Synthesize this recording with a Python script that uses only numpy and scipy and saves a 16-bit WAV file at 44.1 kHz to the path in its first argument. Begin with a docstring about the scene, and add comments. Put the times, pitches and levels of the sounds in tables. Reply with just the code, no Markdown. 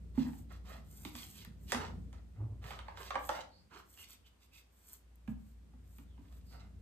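"""A hardcover book is turned over in the hands in a small, quiet room with a low hum.
Palms rub the board and thump the block of pages; the cover claps, loudest at 1.7 s. A finger judders
across the board, then a run of knocks follows. Around 4 s fingertips swish and squeak on the glossy
jacket. Page edges tick, one more firm thump lands at 5.3 s, and the handling ends in light brushes
and taps. Two closely spaced microphones stand nearby."""
import sys
import numpy as np
from scipy import signal
from scipy.fft import rfft, irfft, next_fast_len
from scipy.io import wavfile
from scipy.ndimage import uniform_filter1d, map_coordinates

SR = 44100
rng = np.random.default_rng(int(sys.argv[2]) if len(sys.argv) > 2 else 0)


def wav_out(sig):
    """Save sig, one row per channel (or a flat mono array), as 16-bit PCM at SR to the path in sys.argv[1]."""
    wavfile.write(sys.argv[1], SR, np.round(np.clip(np.atleast_2d(sig).T, -1, 1) * 32767).astype(np.int16))


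N = 300497


def amp(db):
    """Decibels to gain."""
    return 10 ** (np.asarray(db) / 20)


def unit(x):
    """Scale to rms 1."""
    return x / np.sqrt(np.mean(x ** 2) + 1e-20)


def along(points, hz):
    """Read (Hz, value) points on a log frequency axis."""
    freqs, values = np.transpose(points)
    return np.interp(np.log(hz + 1), np.log(freqs + 1), values)


def curves(rows):
    """One value per sample for each column after the time."""
    times, *columns = np.transpose(rows)
    return [np.interp(np.arange(N) / SR, times, column) for column in columns]


def wobble(rate):
    """A smooth random curve with rate knots a second."""
    knots = rng.standard_normal(int(N * rate / SR) + 4)
    return map_coordinates(knots, [np.arange(N) * rate / SR], order=3)


def filtered(x, response):
    """Pass x through a complex response, given as a function of Hz."""
    n = x.shape[-1]
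    padded = next_fast_len(n + 8192)
    return irfft(rfft(x, padded) * response(np.fft.rfftfreq(padded, 1 / SR)), padded)[..., :n]


def coloured(x, spectrum):
    """Shape x with an EQ curve of (Hz, dB) points, at rms 1."""
    return unit(filtered(x, lambda hz: amp(along(spectrum, hz))))


def resonance(hz, centre, width):
    """Causal response of one mode."""
    return 1j * hz * width / (centre ** 2 - hz ** 2 + 1j * hz * width)


def add(track, start, sound):
    """Mix a sound into the track at start seconds."""
    part = track[..., max(round(start * SR), 0):][..., :sound.shape[-1]]
    part += sound[..., :part.shape[-1]]


# Stereo width of the room. Each row: frequency in Hz, left-right correlation.
CORRELATION = [(60, 0.82), (130, 1), (290, 0.47), (640, 0.033), (1500, 0.017), (15000, .02)]

def diffuse(size):
    """Stereo noise from all sides: alike in the bass, unrelated in the treble."""
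    def mid_side(hz):
        angle = np.arccos(np.clip(along(CORRELATION, hz), -1, 1)) / 2
        return np.array([np.cos(angle), np.sin(angle)])
    mid, side = filtered(rng.standard_normal((2, size)), mid_side)
    return np.array([mid + side, mid - side])


# Phase between the microphones. Each row: frequency in Hz, lead of the left one in radians.
LEFT_LEAD = [(0, 0), (340, 0), (800, .9), (4100, 1.5), (8000, 6.3), (11500, 11), (13000, 13.6),
             (16000, 14.6)]
# Reverb time of the walls. Each row: frequency in Hz, seconds to fall 60 dB.
WALL_DECAY = [(100, 0.65), (260, 0.55), (700, 0.41), (2000, 0.31), (5000, 0.3), (14000, 0.21)]

def in_room(x, wet_db, right_db):
    """Direct sound arrives first on the left, its mids lean right; the walls answer just after."""
    sides = np.array([[.5], [-.5]])
    lean_db = lambda hz: right_db * along([(50, -0.36), (250, 1.0), (4500, 1), (7000, 0.28)], hz)
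    direct = filtered(x, lambda hz: np.exp(1j * along(LEFT_LEAD, hz) * sides) * amp(-lean_db(hz) * sides))
    bands, t, noise = signal.stft(diffuse(size=SR // 2), SR, nperseg=256)
    decay = amp(-60 * t / along(WALL_DECAY, bands)[:, None])
    onset = 1 - np.exp(-t / 0.00063)
    _, tail = signal.istft(noise * decay * onset, SR, nperseg=256)
    curtains = lambda hz: amp(along([(4000, 0.73), (13000, 0.025)], hz))  # soak up a little treble
    tail = filtered(tail / np.linalg.norm(tail[0]), curtains)
    return direct + amp(wet_db) * signal.fftconvolve(x[None], tail, axes=1)[:, :len(x)]


# Fader ride of the hum. Each row: time in seconds, relative level in dB.
HUM_RIDE = [(0.0, -45), (0.04, -51.5), (1.15, -56.5), (1.4, -68), (1.48, -53.5), (1.78, -51), (1.84, -66),
            (1.95, -47), (2.31, -59), (2.45, -51), (3.32, -59), (3.68, -73), (5.01, -66.5), (5.37, -49),
            (5.44, -55.5), (6.81, -56.5)]
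# EQ of the still air. Each row: frequency in Hz, gain in dB.
AIR_EQ = [(20, -11.5), (45, -2.5), (75, 4.5), (120, -12.5), (250, -6.5), (500, -12.5), (1000, -15),
          (2500, -20), (6000, -26), (13000, -24), (16000, -46.5)]

def room_tone():
    """A low hum swells and sinks over a bed of still air."""
    ride_db, = curves(HUM_RIDE)
    pitch_hz = 59.2 + 0.44 * wobble(5.4)
    hum = np.sqrt(2) * np.sin(2 * np.pi * np.cumsum(pitch_hz) / SR)
    hum *= amp(ride_db + 1.0 + 2.2 * wobble(12))
    air = amp(-71.5) * coloured(diffuse(size=N), AIR_EQ)
    return hum * amp([[.3], [-.3]]) + air


# Fader ride of the movement. Each row: time in seconds, relative level in dB.
HEAVE_RIDE = [(0.0, -54.5), (0.36, -57.5), (1.33, -59.5), (1.97, -49.5), (2.22, -61.5), (2.67, -59),
              (3.0, -64.5), (4.76, -79), (5.2, -70), (5.33, -68), (6.64, -59.5), (6.81, -60.5)]
# EQ of its rumble. Each row: frequency in Hz, gain in dB.
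RUMBLE_EQ = [(25, -26.5), (55, -21), (68, 5), (78, 8), (92, 2), (125, -6), (160, -0.5), (230, -8),
             (320, -16.5), (500, -21.5), (1000, -47.5)]

def heave():
    """The moving book and arms make a dull rumble."""
    ride_db, = curves(HEAVE_RIDE)
    rumble = coloured(rng.standard_normal(N), RUMBLE_EQ)
    return in_room(amp(ride_db - 1.5) * rumble, wet_db=-1, right_db=9)


def stroke(start, length, peak):
    """Friction swells and fades with the hand's speed, which tops out at the share peak of the stroke."""
    progress = (np.arange(N) / SR - start) / length
    during = (progress > 0) & (progress < 1)
    ramp = np.interp(progress[during], [0, peak, 1], [0, 1, 0])
    gain = np.zeros(N)
    gain[during] = np.sin(np.pi / 2 * ramp) ** 1.41
    return gain


def friction(spectrum, catches_per_s, grain_db, uneven_db):
    """Countless tiny slips and a few larger catches under uneven pressure, mirrored by the moving cover."""
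    catches = (rng.random(N) < catches_per_s / SR) * rng.standard_normal(N)
    slips = coloured(rng.standard_normal(N) + amp(grain_db) * unit(catches), spectrum)
    delay_s = 0.001186 * 2 ** (.5 * wobble(1.8))
    mirrored = np.interp(np.arange(N) - delay_s * SR, np.arange(N), slips)
    pressure = amp(uneven_db * wobble(70))
    return unit((slips + .5 * mirrored) * pressure)


# EQs of the board's rasp, the jacket's swish and the paper's hiss. Each row: frequency in Hz, gain in dB.
RASP_EQ = [(150, -19.5), (320, -2.5), (450, -2), (620, -1), (900, 1), (1400, -1.5), (2000, -6.5),
           (3000, -16.5), (6000, -54)]
SWISH_EQ = [(1000, -19), (2000, -3.5), (3000, 2), (4200, 0.5), (5500, -3), (8000, -10), (9500, -16.5),
            (13000, -39.5), (16000, -49)]
HISS_EQ = [(3000, -25), (5500, -10), (8000, -2), (9500, -3), (11500, 1), (13000, 3), (14500, 0),
           (15800, -16)]
# A palm rubbing the board. 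Each row: start in seconds, length in seconds, rasp send in dB,
# hiss send in dB against the rasp send.
PALM_RUBS = [(0.136, 0.2, -52, -12.5), (0.487, 0.11, -57.5, -14.5), (0.637, .2, -52, -12.5),
             (1.698, 0.24, -43, -24), (2.115, 0.11, -63.5, -24), (2.326, 0.16, -65, -58),
             (2.608, 0.22, -48.5, -16.5), (2.837, 0.22, -55, -27), (2.961, 0.17, -47.5, -9.5),
             (3.107, .1, -44, -47), (3.301, .15, -43.5, -17.5), (3.695, .16, -50, -26),
             (6.14, 0.35, -74, -8), (6.496, 0.21, -58, -23)]
# Light brushes along the paper. Each row: start in seconds, length in seconds, hiss send in dB.
PAPER_BRUSHES = [(0.245, 0.2, -64), (0.823, 0.29, -57), (1.141, 0.25, -57), (1.572, .12, -67.5),
                 (3.168, 0.15, -55), (3.833, 0.21, -60.5), (4.676, 0.32, -65), (4.836, 0.15, -59),
                 (5.263, .07, -68.5), (5.338, 0.22, -74), (5.808, 0.25, -67.5), (6.297, 0.11, -69),
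                 (6.409, 0.18, -69.5)]
# Fingertips swiping the jacket. Each row: start in seconds, length in seconds, swish send in dB.
JACKET_SWIPES = [(1.05, 0.091, -61.5), (1.114, .16, -51.5), (1.336, 0.12, -56.5), (1.675, .05, -51),
                 (2.682, 0.049, -66), (3.754, 0.065, -66.5), (3.969, 0.098, -56), (4.059, .11, -56),
                 (4.252, 0.043, -66.5), (4.389, 0.09, -67.5), (4.509, 0.12, -61.5)]

def slides():
    """Hands rasp on the board, hiss along the paper and swish over the jacket; each touch blends all three."""
    touches = []  # an envelope and its sends to rasp, swish and hiss
    for start, length, db, hiss_db in PALM_RUBS:
        touches.append((stroke(start, length, peak=0.32), [db, db + hiss_db / 2, db + hiss_db]))
    for start, length, db in PAPER_BRUSHES:
        touches.append((stroke(start, length, peak=0.73), [db - 12.5, db - 11, db]))
    for start, length, db in JACKET_SWIPES:
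        touches.append((stroke(start, length, peak=0.54), [db - 11.5, db, db - 1.5]))
    sends = sum(amp(sends_db)[:, None] * envelope for envelope, sends_db in touches)
    rasp, swish, hiss = uniform_filter1d(sends, size=SR // 60, axis=1)  # a hand never starts at once
    rasp *= amp(-6.0) * friction(RASP_EQ, catches_per_s=300, grain_db=-4, uneven_db=3.14)
    swish *= amp(-3.88) * friction(SWISH_EQ, catches_per_s=120, grain_db=-4.5, uneven_db=3.4)
    hiss *= friction(HISS_EQ, catches_per_s=220, grain_db=-3, uneven_db=1.2)
    return in_room(hiss, wet_db=-7, right_db=3) + in_room(rasp + swish, wet_db=-3, right_db=8)


# Modes of the cover board. Each row: frequency in Hz, width in Hz, gain in dB.
BOARD_MODES = [(514, 48, -1), (806, 170, 1), (970, 55, 3.5), (1123, 180, -3.5), (1423, 190, -2),
               (1850, 680, -6.5), (3310, 710, -2.5), (3900, 2700, -7.5), (8300, 3800, -8),
               (12900, 5800, -8.5)]
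# Sharp hits of cover, jacket and fingertips. Each row: start in seconds, level in dB, top edge in Hz.
COVER_CLAPS = [(.176, -44.5, 900), (0.3323, -52, 1970), (1.0503, -34, 4700), (1.152, -38, 6360),
               (1.4494, -43, 6740), (1.72, -20, 7600), (1.7235, -31, 490), (1.7276, -30.5, 7500),
               (1.7458, -28, 3400), (2.1289, -49.5, 5650), (2.641, -44, 3030), (2.7065, -35, 3000),
               (2.79, -38.5, 3000), (2.8827, -38, 1530), (2.9727, -41.5, 4370), (3.1056, -28, 2530),
               (3.144, -38, 1980), (3.1547, -25.5, 1240), (3.2915, -23, 1050), (3.291, -29, 7740),
               (3.975, -46, 8700), (5.2771, -46.5, 1860), (5.7355, -62, 1270), (5.985, -51.5, 3500),
               (6.178, -61, 1820), (6.5257, -56, 6540)]

def claps():
    """A first contact and a short crush excite the board; harder hits are brighter and over sooner."""
    track, t = np.zeros((2, N)), np.arange(SR // 2) / SR
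    board = lambda f: sum((-1) ** k * amp(db) * resonance(f, hz, width)
                          for k, (hz, width, db) in enumerate(BOARD_MODES))
    edge = lambda f, hz: resonance(f, hz, np.sqrt(2) * hz)
    for start, db, top_hz in COVER_CLAPS:
        hardness = top_hz / 2550  # 1 is a middling hit
        bottom_hz = 830 * hardness ** 0.35
        crush_s = 0.013 / hardness ** 0.35
        force = rng.standard_normal(len(t)) * amp(-40 * t / crush_s)
        force[0] = amp(14.0)  # the first contact
        clap = filtered(force, lambda f: board(f) * edge(f, bottom_hz) * edge(f, top_hz))
        add(track, start, in_room(amp(db) * clap / np.abs(clap).max(), wet_db=-0.5, right_db=7))
    return track


# Soft blows on the closed book. Each row: start in seconds, level in dB, pitch in Hz.
PALM_THUMPS = [(.178, -20.5, 261.2), (.248, -30.5, 242.7), (0.776, -51.5, 214), (1.054, -34, 302),
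               (1.147, -45, 241), (1.473, -44, 189), (1.724, -33, 411), (1.744, -32.5, 241.7),
               (2.642, -47.5, 137), (3.156, -43, 290), (3.293, -41, 320), (5.282, -28.5, 214.5),
               (5.741, -53.5, 254), (5.99, -48.5, 277), (6.19, -46.5, 286)]
# Modes of the block of pages. Each row: multiple of the thump's pitch, gain in dB.
BLOCK_MODES = [(.62, -11), (.9, -7), (1, 0), (1.15, -11), (2.05, -29), (3.05, -30)]
# Standing waves between the walls. Each row: frequency in Hz, width in Hz, relative gain in dB.
ROOM_MODES = [(153, 15.3, -1), (232.6, 8.5, 1.5), (286.4, 5.4, -4)]

def thumps():
    """A palm sets the heavy block of pages ringing, low and briefly; the room's standing waves boom on."""
    track, t = np.zeros(N), np.arange(SR * 3 // 4) / SR
    attack = 1 - np.exp(-t / 0.0071)
    for start, db, hz in PALM_THUMPS:
        t60 = 32.3 / hz  # the block falls 60 dB in 32.3 swings
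        ring = sum(amp(mode_db + rng.normal(0, 1)) * np.sin(2 * np.pi * ratio * hz * t)
                   for ratio, mode_db in BLOCK_MODES)
        add(track, start, amp(db - 60 * t / t60) * attack * ring)
    room = lambda f: sum(amp(db) * resonance(f, hz, width) for hz, width, db in ROOM_MODES)
    boom = amp(0.5) * filtered(track, room)
    return in_room(track + boom, wet_db=-7, right_db=5.5)


# Page edges flicking past a fingertip. Each row: start in seconds, level in dB.
PAGE_TICKS = [(1.05, -34), (1.4486, -31), (3.263, -32.5), (3.2723, -27), (4.9247, -38), (4.9324, -24),
              (4.9404, -38), (5.1577, -44), (5.277, -49), (5.9835, -38)]

def ticks():
    """Each page edge lets go with one tiny, bright snap."""
    track = np.zeros(N)
    snap = filtered(signal.unit_impulse(200), lambda hz: resonance(hz, centre=12500, width=6000) ** 2)
    for start, db in PAGE_TICKS:
        add(track, start, amp(db) * snap / np.abs(snap).max())
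    return in_room(track, wet_db=-9, right_db=0)


# Faint squeaks on the jacket. Each row: start in seconds, length in seconds, pitch in Hz,
# glide in octaves, level in dB.
SKIN_SQUEAKS = [(1.326, 0.1, 3150, .1, -66), (3.485, 0.15, 4560, 0.16, -68.5),
                (3.965, 0.085, 2830, 0.018, -57.5), (4.237, 0.058, 3024, 0.045, -68),
                (4.509, 0.1, 2607, 0.0022, -65.5), (6.049, 0.14, 3300, -.4, -80),
                (6.45, 0.16, 4700, -0.12, -68)]

def squeaks():
    """Skin catching on the gloss sings in a narrow, unsteady band."""
    track = np.zeros(N)
    for start, length, hz, glide, db in SKIN_SQUEAKS:
        progress = np.linspace(0, 1, int(length * SR))
        jitter = unit(uniform_filter1d(rng.standard_normal(len(progress)), size=30))
        pitch_hz = hz * 2 ** (glide * (progress - .5)) * (1 + 0.0665 * jitter)
        tone = np.sin(2 * np.pi * np.cumsum(pitch_hz) / SR)
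        add(track, start, amp(db) * np.sin(np.pi * progress) * tone)
    return in_room(track, wet_db=-2, right_db=7)


# A finger sticking and slipping. Each row: time in seconds, slips per second, level in dB.
FINGER_JUDDER = [(2.34, 77, -79), (2.385, 100, -46), (2.41, 94, -36), (2.455, 117, -40.5),
                 (2.49, 90.3, -44), (2.555, 106, -46), (2.61, 61, -61)]

def judder():
    """Slow stick and slip shakes the whole board; each slip also scrapes a little."""
    slip_rate, db = curves(FINGER_JUDDER)
    phase = 2 * np.pi * np.cumsum(slip_rate * (1 + 0.098 * wobble(60))) / SR
    scrape_eq = [(100, 0), (300, 6.5), (600, -4.5), (1100, -9), (2500, -62), (6000, -64)]
    scrape = amp(-17.5) * coloured(rng.standard_normal(N), scrape_eq)
    shake = np.sqrt(2) * np.sin(phase) + scrape * (1 + 0.51 * np.cos(phase))
    t = np.arange(N) / SR
    gate = (t > FINGER_JUDDER[0][0]) & (t < FINGER_JUDDER[-1][0])
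    return in_room(amp(db) * shake * gate, wet_db=-14, right_db=3)


def scene():
    """The humming room and all the handling in it."""
    return room_tone() + heave() + slides() + claps() + thumps() + ticks() + squeaks() + judder()


def record(dry):
    """The microphones have a low cut, a narrow notch in the treble and a band limit."""
    low_cut_hz, top_hz = 38, 15800
    cut = signal.sosfilt(signal.butter(3, low_cut_hz, "high", fs=SR, output="sos"), dry)
    treble_eq = [(9300, -0.5), (9900, -4.0), (10250, -19), (10750, -20.0), (11150, -6.5),
                 (11900, -5.0), (14800, -4.5), (15800, -22)]
    return filtered(cut, lambda hz: amp(along(treble_eq, hz)) * (hz < top_hz))


dry = scene()
out = record(dry)
wav_out(out)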